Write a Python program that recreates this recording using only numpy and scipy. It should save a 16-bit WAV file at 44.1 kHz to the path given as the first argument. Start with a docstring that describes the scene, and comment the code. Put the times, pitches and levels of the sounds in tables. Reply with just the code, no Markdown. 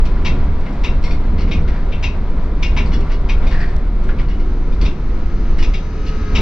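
"""Road rumble inside an electric bus slowing from 19 to 12 miles an hour on a town street,
heard on a stereo microphone at the driver's seat. Rough patches shake the body, floor and walls.
Mostly to the left, bumps make a loose panel clack, fittings rattle and the dashboard knock;
a metal clasp clinks, and plastic trim scrapes and ticks. As the bus slows, a thin drive whine
swells with a low hum and a faint brake hiss, while the gear note sinks."""
import sys
import numpy as np
from scipy import signal
from scipy.fft import rfft, irfft, next_fast_len
from scipy.io import wavfile
from scipy.ndimage import uniform_filter1d, minimum_filter1d, map_coordinates

SR = 44100
rng = np.random.default_rng(int(sys.argv[2]) if len(sys.argv) > 2 else 0)


def wrap_up_sound(samples):
    """Save the sound to the file named by the first command line argument, as 16-bit audio."""
    columns = np.atleast_2d(samples).T
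    # keep every value between -1 and 1, then stretch to whole-number steps
    tamed = np.clip(columns, -1, 1)
    steps = np.round(tamed * 32767).astype(np.int16)
    wavfile.write(sys.argv[1], SR, steps)


N = 282681

# the bus slowing: (time [s], speed [mph])
ROAD_SPEED = [(0, 19.2), (2.2, 19.6), (4, 16.6), (4.9, 16.05), (5.65, 15.5), (6.41, 12.3)]
# contact crack of panel and dashboard: (frequency [Hz], level [dB])
CRACK_SPECTRUM = [(300, -21), (700, -4), (1000, -0.5), (1600, -8.5), (2500, 5.5), (3600, -2.5), (5600, -3),
                  (6600, -11.5), (7500, -24.5), (10000, -49.5), (15000, -71.5)]
# loose parts sit left of the microphone: (frequency [Hz], left minus right [dB])
PARTS_BALANCE = [(500, 1.5), (1400, 5), (2400, 5.5), (3800, 5.5), (6000, 0)]


def road():
    """Speed sets the rumble and tyre roar; rough patches swell them, shaking body, floor and walls."""
    # spectra at the seat, each (frequency [Hz], level [dB])
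    body_sway = [(7.1, -23), (12, 9), (32, 9), (70, -10), (91, -45), (150, -120)]
    floor_boom = [(32, -39.5), (55, -1.5), (77, -2), (108, -20), (135, -20), (180, -28), (300, -120)]
    cabin_drone = [(71, -36), (120, -2.5), (142, -3.5), (205, -3), (250, -7.5), (285, -7.5), (312, -11),
                   (380, -10), (520, -17.5), (680, -45), (1140, -120)]
    tyre_roar = [(250, -33), (430, -14.5), (500, -7), (700, -5), (815, -9.5), (980, -7.5), (1400, -11.5),
                 (1800, -17), (2150, -15.5), (2800, -24.5), (4100, -26), (6200, -37), (9000, -51),
                 (15500, -76)]
    # rough and smooth road: (middle [s], half length [s], change in sway, boom, drone, tyres [dB])
    patches = [(0, 0.054, 11, -10.5, 1.5, 5.5), (.321, 0.14, 0, 8.5, 4, 2.5), (0.493, 0.077, 0, 5, 1, -1.5),
               (0.718, 0.063, -7.5, -10, 2.5, 1.5), (0.899, 0.082, 1, 5.5, 1, 3),
               (1.09, 0.066, 1.5, 2.5, 1.5, 1), (1.407, .13, -1, 5, 5, 0), (1.577, .1, -0.5, 7, 3.5, 0.5),
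               (1.827, 0.14, 0, -4.5, 0.5, -.5), (2.077, 0.14, -5.5, 6, -1.5, -2),
               (2.362, 0.081, -0.5, -7, 1.5, 0), (2.545, 0.059, -1.5, -10, 1, -0.5),
               (2.768, 0.12, -1, 7.5, 2.5, 1), (2.916, 0.12, 0, 4, 3.5, 2), (3.133, .05, 0, -4, 2.5, 0),
               (3.484, 0.17, 2, 2, 1.5, 5), (4.129, 0.09, 3, -0.5, 3, 2.5),
               (4.708, 0.033, 0, -1.5, 3.5, -0.5), (4.857, .06, 2, 6, 4.5, 2),
               (4.977, 0.054, -7, -1.5, 1, 0), (5.6, 0.18, 4, 2, 1, 0.5), (5.884, .12, -6.5, -1.5, 0, -1.5),
               (6.197, 0.13, -3.5, 4, 2, 2), (6.4, 0.071, 3, 12.5, 10, 13)]
    speed, t = speed_db(), np.arange(N) / SR
    swells = sum(np.outer(db, np.exp(-((t - s) / half) ** 2)) for s, half, *db in patches)
    sway_db, boom_db, drone_db, tyre_db = swells

    def shaken(db, colour, uneven_db):
        return amp(db + uneven_db * wobble(14)) * steadied(cabin_noise(colour), span=0.087)

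    sway = shaken(-13 + 0.68 * speed + sway_db, shape(body_sway), uneven_db=0.8)
    boom = shaken(-26.5 + 0.37 * speed + boom_db, shape(floor_boom), uneven_db=1)
    drone = shaken(-29 + 0.57 * speed + drone_db, ringing(cabin_drone), uneven_db=1.05)
    tyres = amp(-37.5 + 1.78 * speed + tyre_db + 0.89 * wobble(18)) * cabin_noise(ringing(tyre_roar))
    return sway + boom + drone + tyres


def panel():
    """A loose panel left of the microphone clacks at the bigger bumps."""
    # (time [s], relative level [dB], low knock [dB], brightness [dB], favoured pitch [Hz], slam delay [s])
    clacks = [(.2485, -14, -3, -4, 2550, .014), (.8365, -17, -2.5, -3.5, 2660, .011),
              (1.5105, -18, -9, -5, 2300, 0.0074), (1.920, -24, -13, -12.5, 3060, 0.0085),
              (2.0265, -14.5, -0.5, -3, 2660, .014), (2.6245, -14.5, -3, -2, 2550, .007),
              (2.7645, -13.5, 4.5, -5.5, 2376, .013), (3.2885, -17.5, -2, -3.5, 2230, 0.0083),
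              (4.850, -22, -8, -1, 2700, 0.01), (5.623, -20.5, 2, 3, 2500, 0.0051),
              (5.7355, -22.5, -8, 0.5, 2380, 0.0056), (6.350, -12.5, -5.5, -3.5, 2920, 0.0071),
              (6.379, -28, 2.5, 1.5, 2150, 0.0046)]
    # panel resonances: (frequency [Hz], width [Hz], level [dB])
    modes = [(990, 67, -6.5), (1780, 67, -12.5), (2014, 62, -11), (2235, 52, -4), (2493, 56, -4),
             (2586, 38, -7.5), (2709, 29, 0), (2778, 38, -7), (3000, 18, -16), (3235, 17, -7),
             (3424, 67, -10.5), (3590, 44, -6.5), (3836, 49, -5.5), (3976, 40, -13), (4450, 55, -18.5),
             (4740, 32, -13), (5160, 70, -13), (5430, 60, -9.5), (5750, 70, -14.5), (6050, 88, -15),
             (6580, 79, -24.5)]
    return amp(-18) * loose_part(clacks, modes, CRACK_SPECTRUM, hold_s=0.0026, t60=0.18,
                                 crack_db=-4, wet_db=-7.5, spot_db=5)


def fittings():
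    """Small fittings rattle at the lesser bumps."""
    # (time [s], relative level [dB], low knock [dB], brightness [dB], favoured pitch [Hz], slam delay [s])
    rattles = [(.660, -32.5, -10, -12, 2210, 0.0025), (1.380, -29.5, -2, -3.5, 4800, 0.0052),
               (1.405, -28.5, 0, 2.5, 2300, .004), (1.473, -33, -2, -3, 2300, 0.0057),
               (1.675, -29, 0.5, -2.5, 2200, .004), (2.855, -37.5, 1, 11, 4600, 0.0049),
               (2.915, -30.5, 2, -1, 2200, 0.0034), (2.928, -24.5, 1, 2.5, 3230, 0.0062),
               (3.004, -35.5, 1, -8, 4700, 0.0026), (3.096, -28.5, 1, -7, 2150, 0.0064),
               (3.114, -32.5, -3.5, 8, 3420, .004), (3.420, -31, 5.5, -11, 2200, 0.0045),
               (3.509, -27.5, -2, -0.5, 3340, 0.0032), (4.185, -28, -4.5, -4.5, 2200, 0.0026),
               (4.283, -33.5, -4, -4, 2256, .004), (4.308, -35, 0.5, -1.5, 3000, 0.0025),
               (4.394, -36, 5.5, 1, 2300, .004), (5.583, -25.5, -3, 0.5, 1980, 0.0072),
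               (6.063, -28.5, -6, 2.5, 2950, 0.0088)]
    # their resonances: (frequency [Hz], width [Hz], level [dB])
    modes = [(1850, 270, -4.5), (2170, 180, -3), (2700, 100, -3), (2900, 21, 4), (3390, 22, -2),
             (3880, 37, -6.5), (4320, 120, -5), (4760, 80, -8), (5590, 80, -8.5), (5250, 70, -7.5),
             (6160, 38, -16.5)]
    # their contact crack: (frequency [Hz], level [dB])
    crack_spectrum = [(400, -20.5), (1000, 5), (2200, 2), (3200, -0.5), (5000, -4), (6200, -9.5),
                      (7000, -20), (10000, -42.5), (15000, -56.5)]
    return amp(-17.5) * loose_part(rattles, modes, crack_spectrum, hold_s=0.012, t60=0.15,
                                   crack_db=-2.5, wet_db=-6.5, spot_db=8)


def dashboard():
    """A bump shakes one dull knock out of the dashboard."""
    # (time [s], relative level [dB], low knock [dB], brightness [dB], favoured pitch [Hz], slam delay [s])
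    knocks = [(4.089, -24, 5.5, -8, 1790, 0.002)]
    # dashboard resonances: (frequency [Hz], width [Hz], level [dB])
    modes = [(1070, 50, -2), (1380, 110, 3), (1660, 120, -0.5), (2170, 89, -1.5), (2430, 45, -11),
             (3270, 60, -19)]
    return amp(-18) * loose_part(knocks, modes, CRACK_SPECTRUM, hold_s=0.004, t60=0.15,
                                 crack_db=-6, wet_db=-15.5, spot_db=3.5)


def loose_part(events, modes, crack_spectrum, hold_s, t60, crack_db, wet_db, spot_db):
    """A part touches its seat, slams home, bounces and buzzes, ringing its modes and the cabin."""
    lead_s, touch_db, rise_s = 0.012, -2.5, 0.0008
    bounce_s, hard_db, hard_s = 0.0099, 4.5, 0.00077
    spot_octaves, detune = 0.17, 0.005
    out, t = np.zeros((2, N + SR)), np.arange(SR // 4) / SR - lead_s
    for s, db, knock_db, bright_db, spot_hz, slam in events:
        closing_db = touch_db * np.clip(1 - t / slam, 0, 1) - 60 * np.maximum(t - slam - hold_s, 0) / t60
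        bounces = slam + np.cumsum(bounce_s * (0.5 + rng.random(6)))
        hard_hits = sum((t >= at) * np.exp(-np.abs(t - at) / hard_s) for at in [slam, *bounces])
        pressure = (1 + np.tanh(t / rise_s)) / 2 * amp(closing_db) * (1 + amp(hard_db) * hard_hits)
        contacts = pressure * rng.standard_normal(len(t)) * amp(1.4 * rng.standard_normal(len(t)))
        # each blow lands on a new spot, favours other modes and shifts them a little
        favour = lambda hz: spot_db * np.exp(-(np.log2(hz / spot_hz) / spot_octaves) ** 2)
        struck = [(hz * (1 + detune * rng.standard_normal()), width,
                   level + favour(hz) + 2 * rng.standard_normal()) for hz, width, level in modes]
        crack = unit(filtered(pressure * rng.standard_normal(len(t)), shape(crack_spectrum)))
        colour = shape([(1200, knock_db), (2200, 0), (3000, 0), (5000, bright_db)])
        hit = filtered(rung(contacts, struck) + amp(crack_db) * crack, colour)
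        start = round((s - lead_s) * SR)
        out[:, start:start + len(t)] += amp(db) * unit(in_cabin(hit, wet_db))
    return leaning(out[:, :N], PARTS_BALANCE)


def rung(contacts, modes):
    """Contacts ring each (Hz, width, dB) mode; its level sets its share of the energy."""
    spectrum, hz = rfft(contacts), np.fft.rfftfreq(len(contacts), 1 / SR)
    centre, width, db = np.transpose(modes)[:, :, None]
    bands = spectrum * 1j * hz * width / (centre ** 2 - hz ** 2 + 1j * hz * width)
    gain = amp(db) * np.sqrt(np.abs(width)) / np.linalg.norm(bands, axis=1, keepdims=True)
    signs = (-1) ** np.arange(len(modes))[:, None]
    return unit(irfft(np.sum(signs * gain * bands, axis=0) * softened(hz), len(contacts)))


def clasp():
    """The tongue and catch of a metal clasp meet softly and ping over a brief, bright chafe."""
    # (time [s], tongue [dB], catch [dB], chafe [dB], sharpening as it seats [%])
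    clinks = [(0.051, -49.5, -49, -38.5, 2.5), (1.024, -58, -61, -43, 0.64),
              (1.037, -34.5, -53, -35.5, -0.052), (1.1067, -42, -33, -42, -0.3),
              (3.467, -44, -32.5, -40, 2), (4.721, -62.5, -45, -48, 0.5), (4.811, -44, -38, -34, -1.5)]
    # modes of the two pieces, each (frequency [Hz], level [dB], t60 [s])
    tongue_modes = [(2150, 0, .34), (2627, -8, .2), (3490, -12, .25), (3940, -13, .22), (4370, -2, .2),
                    (5017, -12, .15), (5534, -4, .16), (7690, -26, .12), (8650, -28, .1), (11500, -43, .08)]
    catch_modes = [(2411, 0, .11), (3560, -5, .17), (4730, -6, .12), (5580, -18, .16), (5996, -20, .12),
                   (8000, -31, .12), (13000, -50, .06)]
    # metal chafing: (frequency [Hz], level [dB])
    chafe_spectrum = [(700, -19), (2500, 3.5), (5500, -4), (6800, -14.5), (8700, -22), (10500, -36),
                      (14000, -40.5), (15500, -55)]
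    rise_s, chafe_t60 = 0.0044, 0.2
    out, t = np.zeros((2, N + SR)), np.arange(SR // 4) / SR
    rise = np.sin(np.pi / 2 * np.minimum(t / rise_s, 1)) ** 2
    for s, tongue_db, catch_db, chafe_db, sharp in clinks:
        pitch = 1 + sharp / 100
        noise = unit(filtered(rng.standard_normal(len(t)), shape(chafe_spectrum)))
        chafe = amp(chafe_db - 60 * t / chafe_t60) * noise
        tongue = amp(tongue_db) * ping(tongue_modes, pitch, t)
        catch = amp(catch_db) * ping(catch_modes, pitch, t)
        start = round(s * SR)
        out[:, start:start + len(t)] += in_cabin(rise * (tongue + catch + chafe), wet_db=-4)
    return leaning(out[:, :N], PARTS_BALANCE)


def ping(modes, pitch, t, blur_hz=30, chatter_db=4, chatter_s=0.006):
    """Struck metal; chafing blurs each mode and makes it chatter."""
    out, span = np.zeros(len(t)), int(chatter_s * SR)
    for hz, db, t60 in modes:
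        chatter = unit(uniform_filter1d(uniform_filter1d(rng.standard_normal(len(t)), span), span))
        walk = uniform_filter1d(np.cumsum(rng.standard_normal(len(t))), size=64)
        phase = 2 * np.pi * hz * pitch * t + walk * np.sqrt(2 * np.pi * blur_hz / SR)
        out += amp(db - 60 * t / t60 + chatter_db * chatter) * np.sin(phase)
    return out


def trim_scrape():
    """Plastic trim groans and slides in tiny gritty slips as the body twists."""
    # slides: (time [s], level [dB], hold [s])
    slides = [(1.7, -44, .06), (3.512, -31, .012), (3.585, -34, .02), (3.655, -42.5, .012),
              (5.565, -45, .029)]
    # trim resonances: (frequency [Hz], width [Hz], level [dB])
    modes = [(1700, 273, 3.5), (2020, 430, -1), (2400, 200, -4.5), (4570, 540, -16.5), (6500, 1500, -34)]
    # hiss of the slips: (frequency [Hz], level [dB])
    grit_spectrum = [(3000, -20), (4700, 6.5), (6000, -5), (8000, -19.5), (10000, -27), (13000, -35.5),
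                     (15500, -57)]
    attack_s, t60 = 0.031, 0.33
    strokes, t = np.zeros(N), np.arange(N) / SR
    for s, db, hold in slides:
        grip = np.clip((t - s) / attack_s, 0, 1)
        strokes += grip * amp(db - 60 * np.maximum(t - s - attack_s - hold, 0) / t60)
    pressing = amp(1.5 * wobble(30))
    slips = amp(1.1 * wobble(150))
    rub = cabin_noise(lambda hz: resonances(modes, hz) * softened(hz))
    grit = amp(-19) * unit(amp(3 * wobble(400)) * cabin_noise(shape(grit_spectrum)))
    groan = amp(-10) * tone(hz=702, waver_hz=2.9, flutter_db=0.5)
    return strokes * pressing * (unit(slips * rub) + grit + groan)


def trim_ticks():
    """The trim settles with small bright ticks, left of the microphone."""
    # (time [s], level [dB], t60 [s])
    ticks = [(.605, -52, 0.066), (0.727, -54, .12), (.838, -45.5, .09), (2.875, -50.5, .06),
             (3.007, -48, .07), (3.764, -37.5, 0.017), (4.036, -51, 0.14), (5.59, -47, .11),
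             (6.365, -44.5, .12)]
    # colour of a tick: (frequency [Hz], level [dB])
    spectrum = [(1500, -14), (3000, -2), (5700, 0.5), (6600, -9), (7700, -5), (10000, -27.5),
                (15000, -44.5)]
    t, rise_s = np.arange(N) / SR, 0.0008
    snaps = sum(np.clip((t - s) / rise_s, 0, 1) * amp(db - 60 * np.abs(t - s) / t60)
                for s, db, t60 in ticks)
    return panned(snaps * cabin_noise(shape(spectrum)), left_db=6.5)


def drive_and_brakes():
    """Slowing loads the drive: it whines and hums and the brakes hiss, all growing with the effort."""
    # (time [s], braking effort [dB])
    braking = [(0, -55.5), (3.9, -36.5), (4.5, -16.5), (5.0, -17), (5.4, -9.5), (5.9, -7), (6.1, -2.5),
               (6.41, 1.5)]
    # the whine's fundamental: (time [s], pitch [Hz])
    whine_pitch = [(4.9, 1272), (5.65, 1265), (6.33, 1272)]
    # its harmonics: (multiple, level [dB])
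    harmonics = [(1, -4), (2, -22), (3, -24.5)]
    # weaker tones around them: (frequency [Hz], level [dB])
    side_tones = [(1626, -14.5), (1723, -15), (2094, -14.5), (2315, -20.5), (2525, -21.5), (2907, -21.5),
                  (3801, -23.5), (3973, -26.5), (4958, -22.5), (5997, -24)]
    # brake hiss: (frequency [Hz], level [dB])
    hiss_spectrum = [(700, -15), (1300, 2), (2200, -2.5), (2800, -4.5), (3300, -11), (3900, -10.5),
                     (4300, -6), (4700, -10), (5400, -10), (5800, -19), (6100, -6), (6350, -12),
                     (6600, -19.5), (8000, -36.5), (12000, -68)]
    hum_hz, sag_hz = 429.5, 6  # effort pulls the hum's pitch down
    effort_db, pitch = curve(braking), curve(whine_pitch)
    whine = sum(amp(db) * tone(k * pitch, waver_hz=1.2, flutter_db=1.5) for k, db in harmonics)
    sides = sum(amp(db) * tone(hz, waver_hz=6.5, flutter_db=2.5) for hz, db in side_tones)
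    hum = tone(hum_hz + sag_hz * (1 - amp(effort_db)), waver_hz=5, flutter_db=1.5)
    motor = amp(-37.5 + 0.89 * effort_db) * (whine + sides) + amp(-36 + 1.4 * effort_db) * hum
    hiss = amp(-41 + 0.68 * effort_db) * cabin_noise(shape(hiss_spectrum))
    return panned(motor, left_db=6) + hiss


def gears():
    """The gear mesh sinks with road speed and sings out as it passes each resonance of its casing."""
    # (frequency [Hz], width [Hz], level [dB])
    casing_modes = [(366, 46, -43), (338, 10, -38.5)]
    hz_per_mph = 21.72
    pitch = hz_per_mph * curve(ROAD_SPEED)
    gain = sum(amp(db) / (1 + (2 * (pitch - hz) / width) ** 2) for hz, width, db in casing_modes)
    return gain * tone(pitch, waver_hz=3.9, flutter_db=0)


def tread():
    """The rolling tyres ring faintly on one wavering note that fades as the bus slows."""
    note = tone(hz=979, waver_hz=7, flutter_db=2.5)
    return panned(amp(-51.5 + 3.7 * speed_db()) * note, left_db=3)


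def cabin_noise(colour):
    """Stereo noise of rms 1: one pressure in the bass, diffuse and stronger on the left above it."""
    # (frequency [Hz], left-right likeness [0 to 1])
    likeness = [(40, 1), (150, 1), (300, 0.99), (600, 0.92), (1200, 0.85), (3000, 0.78), (6000, 0.41),
                (12000, 0.48)]
    # (frequency [Hz], left minus right [dB])
    balance = [(40, -0.1), (100, -0.4), (200, 0.2), (400, 0.5), (700, 3.5), (1400, 2.5), (3000, 3),
               (5000, 1)]

    def spread(hz):
        angle = np.arccos(np.clip(along(likeness, hz), -1, 0.9995)) / 2
        return colour(hz) * np.array([np.cos(angle), np.sin(angle)])

    mid, side = filtered(rng.standard_normal((2, N)), spread)
    return unit(leaning(np.array([mid + side, mid - side]), balance))


def ringing(points):
    """A (Hz, dB) spectrum coloured by narrow resonances of the cabin air and windows."""
    # (frequency [Hz], width [Hz], boost [dB])
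    modes = [(150.4, 18, 4), (222.7, 18, 2), (285.8, 6.3, 5.5), (338, 2.4, 3), (403, 13, 1.5),
             (486, 5.2, 3.5), (557, 16, 3), (700, 8.3, -3.5), (768, 3.9, 0.5), (970, 10, 1.5),
             (1167, 5.3, 4), (1386, 22, 5)]
    boost_db = lambda hz: sum(db / (1 + (2 * (hz - c) / w) ** 2) for c, w, db in modes)
    return lambda hz: amp(along(points, hz) + boost_db(hz))


def in_cabin(hit, wet_db):
    """A short sound with its own diffuse cabin echo in each channel."""
    # (frequency [Hz], t60 [s])
    decay = [(300, 0.33), (2500, 0.32), (6000, 0.28), (12000, 0.32)]
    size = len(hit)
    hz, t, noise = signal.stft(rng.standard_normal((2, size)), SR, nperseg=256)
    tail = signal.istft(noise * amp(-60 * t / along(decay, hz)[:, None]), SR, nperseg=256)[1][:, :size]
    tail /= np.linalg.norm(tail[0])
    return hit + amp(wet_db) * signal.fftconvolve(hit[None], tail, axes=1)[:, :size]


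def speed_db(cruise_mph=18):
    """Road speed in dB against cruising speed."""
    return 20 * np.log10(curve(ROAD_SPEED) / cruise_mph)


def softened(hz, corner_hz=7000):
    """The treble falls away steeply above the corner frequency."""
    return 1 / np.sqrt(1 + (hz / corner_hz) ** 6)


def resonances(modes, hz):
    """Causal response of (Hz, width, dB) modes."""
    return sum((-1) ** k * amp(db) * 1j * hz * w / (c * c - hz * hz + 1j * hz * w)
               for k, (c, w, db) in enumerate(modes))


def tone(hz, waver_hz, flutter_db):
    """A slightly unsteady sine of rms 1."""
    phase = 2 * np.pi * np.cumsum(hz + waver_hz * wobble(25)) / SR
    return unit(np.sin(phase) * amp(flutter_db * wobble(12)))


def steadied(x, span):
    """Noise with its chance swells slower than span seconds evened out."""
    power = uniform_filter1d(np.mean(x ** 2, axis=0), int(span * SR))
    return unit(x / np.sqrt(np.abs(power) + 0.054))


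def wobble(rate):
    """A smooth random curve, rate knots a second."""
    return map_coordinates(rng.standard_normal(int(N * rate / SR) + 4), [np.arange(N) * rate / SR])


def panned(x, left_db):
    """Louder on the left by left_db."""
    return x * amp(np.array([[left_db], [-left_db]]) / 2)


def leaning(x, points):
    """Louder on the left by a (Hz, dB) spectrum."""
    return filtered(x, lambda hz: amp(np.outer([0.5, -0.5], along(points, hz))))


def filtered(x, response):
    """x through a complex frequency response."""
    size = x.shape[-1]
    padded = next_fast_len(size + 8192)
    return irfft(rfft(x, padded) * response(np.fft.rfftfreq(padded, 1 / SR)), padded)[..., :size]


def shape(points):
    """The gain of a (Hz, dB) spectrum as a function of frequency."""
    return lambda hz: amp(along(points, hz))


def along(points, hz):
    """(Hz, value) points joined on a log axis."""
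    knots, values = np.transpose(points)
    return np.interp(np.log(hz + 1), np.log(knots + 1), values)


def curve(points):
    """(time, value) points joined into one value per sample."""
    return np.interp(np.arange(N) / SR, *np.transpose(points))


def amp(db):
    """Decibels to gain."""
    return 10 ** (np.asarray(db) / 20)


def unit(x):
    """Scaled to rms 1."""
    return x / np.sqrt(np.mean(x ** 2) + 1e-20)


def scene():
    """Everything heard from the driver's seat."""
    rolling = road() + tread() + gears()
    rattling = panel() + fittings() + dashboard() + clasp()
    return rolling + rattling + trim_scrape() + trim_ticks() + drive_and_brakes()


def record(dry):
    """The microphone's two ports differ in phase; a limiter eases peaks and the top treble is cut."""
    # (frequency [Hz], lead of the left port [rad])
    port_phase = [(30, 0.16), (70, 0.019), (180, 0.14), (450, -0.092), (1000, -.2), (2500, -0.77),
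                  (4700, -0.69), (6500, -1.6)]
    ceiling, limiter_s, top_hz = 0.88, 0.03, 15700
    ports = filtered(dry, lambda hz: np.exp(1j * np.outer([0.5, -0.5], along(port_phase, hz))))
    needed_gain = ceiling / np.maximum(np.abs(ports).max(axis=0), ceiling)
    span = int(limiter_s * SR)
    gain = uniform_filter1d(minimum_filter1d(needed_gain, span), span)
    return filtered(ports * gain, lambda hz: hz < top_hz)


dry = scene()
out = record(dry)
wrap_up_sound(out)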